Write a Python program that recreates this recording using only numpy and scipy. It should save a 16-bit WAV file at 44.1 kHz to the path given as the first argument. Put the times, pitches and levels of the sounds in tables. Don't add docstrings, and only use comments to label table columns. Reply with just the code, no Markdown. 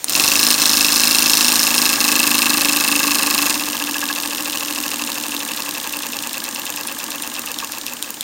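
import sys
import numpy as np
from scipy import signal
from scipy.fft import rfft, irfft, next_fast_len
from scipy.io import wavfile
from scipy.ndimage import map_coordinates

SR = 44100
rng = np.random.default_rng(int(sys.argv[2]) if len(sys.argv) > 2 else 0)


def inscribe(sig):
    pcm = np.round(np.clip(np.atleast_2d(sig).T, -1, 1) * 32767)
    wavfile.write(sys.argv[1], SR, pcm.astype(np.int16))


N = 362937
TIME_S = np.arange(N) / SR
START_TURNS, RACING_TURNS_PER_S = -1.88, 26

# (time [s], speed [turns/s])
FLYWHEEL_SPEED = [(.09, 10.604), (.19, 24.213), (.39, 26.933), (.65, 26.196), (1.44, 27.019),
                  (3.47, 25.672), (3.59, 16.796), (3.79, 14.061), (4.69, 13.114), (5.6, 11.525),
                  (6.37, 9.121), (6.68, 9.477), (6.94, 8.578), (7.34, 8.489), (7.68, 7.416), (8.23, 4.955)]
# (time [s], share of run-in pattern [0-1])
RUN_IN_BLEND = [(1.55, 0.04), (2.2, 0.68)]
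# (time [s], share of slow pattern [0-1])
SLOW_BLEND = [(4.9, 0.41), (6.5, 0.96)]
# (frequency [Hz], relative density [dB])
RUMBLE_SPECTRUM = [(10, -13), (22, -1.5), (100, 1), (170, 8), (300, -2.5), (600, -70)]
# (frequency [Hz], relative density [dB])
LEAK_SPECTRUM = [(150, -15.5), (500, -4), (1400, -5), (2200, -6), (4000, -5.5), (6500, -5), (9000, -4.5),
                 (11000, -17), (13500, -4), (15800, -8)]
# (time [s], half length [s], gain [dB])
STEAM_SPURTS = [(.2, 0.04426, 3), (3.45, 0.0854, 2)]
# (frequency [Hz], width [Hz], relative level [dB])
GLAND_MODES = [(6364, 68.5, -2.0), (7267.2, 484.5, -0.04)]
VALVE_MODES = [(8558, 432.4, 0)]
PART_MODES = {"tick": [(1102, 898.7, -8), (4051.8, 920, -5), (6850, 3073.4, -1), (9200, 1785, 1.5),
              (13030, 1451, 0.5), (15657, 1341, -8)], "clack": [(3473.2, 381.8, -4.5), (4182, 419.4, -5.5),
              (5499, 388, -6.5), (6253, 489, -8.5), (7276, 407, -4.5), (8945, 969, -2.5),
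              (10488, 650.5, -4.5), (12163, 900, -3.5), (13782, 696, -5.5)], "knock": [(2739.6, 180.44, 1),
              (3725.8, 542.4, 1.5), (3965.6, 795.3, 0), (5194.8, 279.5, 0), (6304.7, 1561.5, -7),
              (8586, 4166, -11), (14013, 4517, -25)], "snap": [(2900, 500, 0), (4000, 900, -1),
              (5250, 600, -1), (7000, 3000, -8)], "chink": [(3729.6, 888, -4), (4377.3, 520, -3),
              (5106.3, 185.9, 3.5), (5757.8, 791.4, -2.5), (8507.5, 1417, -10)],
              "rod": [(2619.8, 83.94, 5.5), (2787.6, 154.25, -3), (3172.8, 790.7, -10.5)],
              "plate": [(924.35, 30.55, 7), (1086.7, 18.94, 13), (1184.3, 29.06, 7), (1658, 27.02, 9)],
              "frame": [(450, 45, -8.5), (551.63, 44.64, -2.5), (801.26, 88.3, -5), (907.58, 67.89, 1.5),
              (1081.6, 58.87, 1.5), (1220.3, 47.13, 0), (1638.1, 66.53, 0.5), (1784, 71.3, -4),
              (1957.4, 115.34, -6.5), (2449.5, 83.43, -8.5)], "bench": [(242.73, 10.505, 2.5),
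              (343.22, 86.43, -10.5), (284.49, 20.58, 1), (167, 93.8, -50.5), (455.7, 13, -45)]}
PART_CHATTER = {"tick": (0.9307, 0.00039, 0.6579), "clack": (0.9144, 0.0008667, 0.435),
                "knock": (0.91816, 0.002076, 0.6851), "snap": (.85, .0007, .2),
                "chink": (0.987, 0.001829, 0.6368), "rod": (0.1062, 0.001988, 0),
                "plate": (0.302, 0.002715, 0), "frame": (0.5126, 0.00688, 0),
                "bench": (0.06927, 0.02477, 0)}
# (crank angle [turns], part, fresh level [dB], run-in level [dB])
DRIVEN_BLOWS = [(-.045, "chink", -15, -36), (-.012, "knock", -12, -9.5), (-.005, "rod", -12, -8),
                (0, "chink", -6, -14.5), (.01, "tick", -17.5, -13.5), (.02, "bench", -18, -11),
                (.135, "knock", -16.5, -18.5), (.137, "tick", -17, -15.5), (.19, "tick", -7.5, -4.5),
                (.2, "frame", -25.5, -15.5), (.245, "knock", -12.5, -7.5), (.255, "rod", -18, -5),
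                (.335, "tick", -22.5, -24.5), (.36, "frame", -28.5, -15), (.38, "bench", -24.5, -18.5),
                (.48, "chink", -10.5, -40.5), (.495, "tick", -16, -27.5), (.56, "tick", -13, -19),
                (.645, "knock", -17.5, -15), (.66, "chink", -11.5, -20), (.685, "tick", -21.5, -14),
                (.865, "tick", -11.5, -14)]
# (crank angle [turns], part, quick level [dB], slow level [dB])
COASTING_BLOWS = [(-.025, "tick", -15.5, -26.5), (.002, "clack", -25.5, -16), (.064, "snap", -21, -24),
                  (.1, "rod", -20, -22.5), (.112, "knock", -16, -21), (.115, "tick", -12.5, -37),
                  (.13, "frame", -25, -28), (.21, "snap", -23, -24), (.29, "rod", -32, -25.5),
                  (.3, "tick", -13, -45), (.375, "tick", -16, -24), (.385, "rod", -21, -22.5),
                  (.44, "knock", -13.5, -22.5), (.45, "bench", -20, -27), (.457, "tick", -20.5, -18.5),
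                  (.46, "frame", -35.5, -29.5), (.657, "snap", -15, -21), (.68, "tick", -11.5, -26.5),
                  (.7, "bench", -19.5, -29.5), (.795, "tick", -15, -31), (.8, "knock", -19.5, -25),
                  (.815, "frame", -30, -24), (.86, "bench", -38.5, -26)]
# (time [s], half length [s], gain [dB])
DRIVE_LURCHES = [(.51, 0.0091, 4), (.568, 0.01744, -10), (.89, 0.01585, -3), (1.715, 0.0167, -2.5),
                 (1.975, 0.01698, -12.5)]
# (start [s], end [s], crank angle [turns], part, first level [dB], last level [dB])
RATTLE_SPELLS = [(3.72, 4.14, .27, "plate", -18, -9), (7.55, 8.23, .004, "snap", -16, -13)]
# (time [s], part, level [dB])
SINGLE_BLOWS = [(0.0435, "tick", -4.5), (.096, "tick", -5), (.561, "tick", -18), (1.957, "knock", -9),
                (1.958, "bench", -20), (3.497, "knock", -8), (7.624, "plate", -17.5)]
# (frequency [Hz], width [Hz], depth [0-1])
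PORT_NOTCHES = [(7686.8, 365.8, 1), (13391, 486.5, 0.57)]


def amp(db):
    return 10 ** (np.asarray(db) / 20)


def unit_rms(x):
    return x / np.sqrt(np.mean(x ** 2) + 1e-20)


def curve(rows, time_s=TIME_S):
    return np.interp(time_s, *np.transpose(rows))


def ramp(start_s, length_s, time_s=TIME_S):
    return np.clip((time_s - start_s) / length_s, 0, 1)


def bumps(rows):
    return amp(sum(db * np.exp(-((TIME_S - at_s) / half_s) ** 2) for at_s, half_s, db in rows))


def filtered(x, response):
    size = next_fast_len(N + SR // 4)
    return irfft(rfft(x, size) * response(np.fft.rfftfreq(size, 1 / SR)), size)[:N]


def peak(f, hz, width_hz):
    return 1j * f * width_hz / (hz * hz - f * f + 1j * f * width_hz)


def resonate(x, modes):
    def response(f):
        h = sum((-1) ** k * amp(db) * peak(f, hz, width_hz) for k, (hz, width_hz, db) in enumerate(modes))
        return h / np.sqrt(np.mean(abs(h) ** 2))
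    return filtered(x, response)


def noise(spectrum):
    hz, db = np.transpose(spectrum)
    white = rng.standard_normal(N)
    return unit_rms(filtered(white, lambda f: amp(np.interp(np.log(f + 1), np.log(hz), db))))


def stroke(turns, angle_turns, width_turns):
    return np.exp((np.cos(2 * np.pi * (turns - angle_turns)) - 1) / (2 * np.pi * width_turns) ** 2)


def steam_pressure(open_s=0.07183, rise_s=0.03223, full_db=1, sag_from_s=1.458, sag_db_per_s=2):
    build = 1 - np.exp(-np.maximum(TIME_S - open_s, 0) / rise_s)
    held = amp(full_db - sag_db_per_s * np.maximum(TIME_S - sag_from_s, 0))
    shut = ramp(start_s=3.5231, length_s=0.1962)
    return build * held * (1 - shut)


def steam_flow(fed_db=-28, pumped_db=-30, rest_db=-7):
    speed_ratio = curve(FLYWHEEL_SPEED) / RACING_TURNS_PER_S
    at_rest = 1 - ramp(start_s=0, length_s=0.0919)
    pumped = amp(pumped_db + rest_db * at_rest) * speed_ratio ** 0.482
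    return np.hypot(amp(fed_db) * steam_pressure(), pumped) * bumps(STEAM_SPURTS)


def room(x, t60_s=0.05725, wet_db=-13, gap_s=.002, low_cut_hz=600):
    time_s = np.arange(SR // 3) / SR
    tail = rng.standard_normal(len(time_s)) * amp(-60 * time_s / t60_s) * (time_s > gap_s)
    wet = signal.fftconvolve(x, tail / np.linalg.norm(tail))[:N]
    return x + amp(wet_db) * filtered(wet, lambda f: f / np.hypot(f, low_cut_hz))


def rumble(re_flow_db=-19):
    return amp(re_flow_db) * steam_flow() * noise(RUMBLE_SPECTRUM)


def hum(turns, hz=292, wander_hz=3, level_db=-32, fade_from_s=3.1345, fade_db_per_s=3.5):
    wander = map_coordinates(rng.standard_normal(size=128), [TIME_S * 12])
    tone = np.sin(2 * np.pi * np.cumsum(hz + wander_hz * wander) / SR)
    throb = 1 + 0.849 * stroke(turns, angle_turns=0.5814, width_turns=0.228)
    fade_db = fade_db_per_s * np.maximum(TIME_S - fade_from_s, 0)
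    return ramp(start_s=1.8574, length_s=1.142) * amp(level_db - fade_db) * unit_rms(tone * throb)


def steam(turns, leak_re_flow_db=3, gland_re_flow_db=-7, valve_re_flow_db=-3):
    puff = unit_rms(1 + stroke(turns, angle_turns=0.16615, width_turns=0.25394))
    valve_open = stroke(turns, angle_turns=0.6661, width_turns=0.0457)
    leak = amp(leak_re_flow_db) * noise(LEAK_SPECTRUM) * puff
    gland = amp(gland_re_flow_db) * resonate(rng.standard_normal(N), GLAND_MODES)
    valve = amp(valve_re_flow_db) * resonate(rng.standard_normal(N), VALVE_MODES) * valve_open
    return steam_flow() * (leak + gland + valve)


def friction_gain(racing_db=-27, fresh_db=-3, rest_db=-15):
    fresh = 1 - curve(RUN_IN_BLEND)
    at_rest = 1 - ramp(start_s=0.0842, length_s=0.0807)
    speed_ratio = curve(FLYWHEEL_SPEED) / RACING_TURNS_PER_S
    return amp(racing_db + fresh_db * fresh + rest_db * at_rest) * speed_ratio


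def slides(turns, bench_db=-45):
    surface = map_coordinates(rng.standard_normal(size=1024), [turns % 1 * 1023])
    repeating = unit_rms(surface * np.sqrt(abs(np.gradient(turns))))
    friction = repeating + 0.771 * rng.standard_normal(N)
    load = .42 + stroke(turns, angle_turns=.34, width_turns=.12)
    frame = unit_rms(resonate(friction * load, PART_MODES["frame"]))
    bench = resonate(rng.standard_normal(N), PART_MODES["bench"])
    return friction_gain() * frame + amp(bench_db) * ramp(start_s=0, length_s=0.06425) * bench


def contacts(times_s, db, part):
    scattered, decay_s, repeating = PART_CHATTER[part]
    length = int(5 * decay_s * SR) + 2
    shared_grit = np.sqrt(repeating) * rng.standard_normal(SR // 8)[:length]
    fresh_grit = np.sqrt(1 - repeating) * rng.standard_normal((length, len(times_s))).T
    bursts = (shared_grit + fresh_grit) * np.exp(-np.arange(length) / SR / decay_s)
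    bursts *= np.sqrt(scattered) / np.linalg.norm(bursts, axis=1, keepdims=True)
    bursts[:, 0] += np.sqrt(1 - scattered)
    bursts *= amp(db)[:, None] * np.sqrt(SR / 1000)
    samples = np.round(np.asarray(times_s) * SR).astype(int)[:, None] + np.arange(length)
    return np.bincount(samples.ravel(), bursts.ravel(), N)[:N]


def passing_times_s(turns, angle_turns):
    whole_turns = np.arange(-1, turns[-1])
    return np.interp(whole_turns + angle_turns, turns, TIME_S, right=2 * TIME_S[-1])


def linkage(turns, loose_db=1.5, pivot_db=-19, scatter_db=0.9355, jitter_s=.00004):
    blows = {part: np.zeros(N) for part in PART_MODES}
    driven = steam_pressure() * bumps(DRIVE_LURCHES)
    unloaded = amp(loose_db) * ramp(start_s=3.5, length_s=0.1614)
    patterns = [(DRIVEN_BLOWS, driven, RUN_IN_BLEND), (COASTING_BLOWS, unloaded, SLOW_BLEND)]
    for table, force, blend in patterns:
        for angle_turns, part, first_db, last_db in table:
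            times_s = passing_times_s(turns, angle_turns)
            timing, strength = rng.standard_normal((len(times_s), 2)).T
            times_s += jitter_s * timing
            db = first_db + (last_db - first_db) * curve(blend, times_s) + scatter_db * strength
            near_stall = ramp(start_s=7.3862, length_s=0.8865, time_s=times_s)
            db += (db - pivot_db) * near_stall
            blows[part] += force * contacts(abs(times_s), db, part)
    for start_s, end_s, angle_turns, part, first_db, last_db in RATTLE_SPELLS:
        times_s = passing_times_s(turns, angle_turns)
        times_s = times_s[(times_s > start_s) & (times_s < end_s)]
        db = np.interp(times_s, [start_s, end_s], [first_db, last_db])
        blows[part] += contacts(times_s, db, part)
    for at_s, part, db in SINGLE_BLOWS:
        blows[part] += contacts([at_s], [db], part)
    return sum(resonate(blows[part], modes) for part, modes in PART_MODES.items())


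def scene():
    turns = START_TURNS + np.cumsum(curve(FLYWHEEL_SPEED)) / SR
    background = rumble()
    engine = room(linkage(turns) + slides(turns))
    return (background + hum(turns) + steam(turns) + engine)[None]


def record(dry, top_hz=15950):
    def port(f):
        notches = [1 - depth * peak(f, hz, width_hz) for hz, width_hz, depth in PORT_NOTCHES]
        return np.prod(notches, axis=0)
    notched = filtered(dry[0], port)
    saturated = notched / (1 + abs(notched) ** 6) ** (1 / 6)
    return filtered(saturated, lambda f: f < top_hz)[None]


dry = scene()
out = record(dry)
inscribe(out)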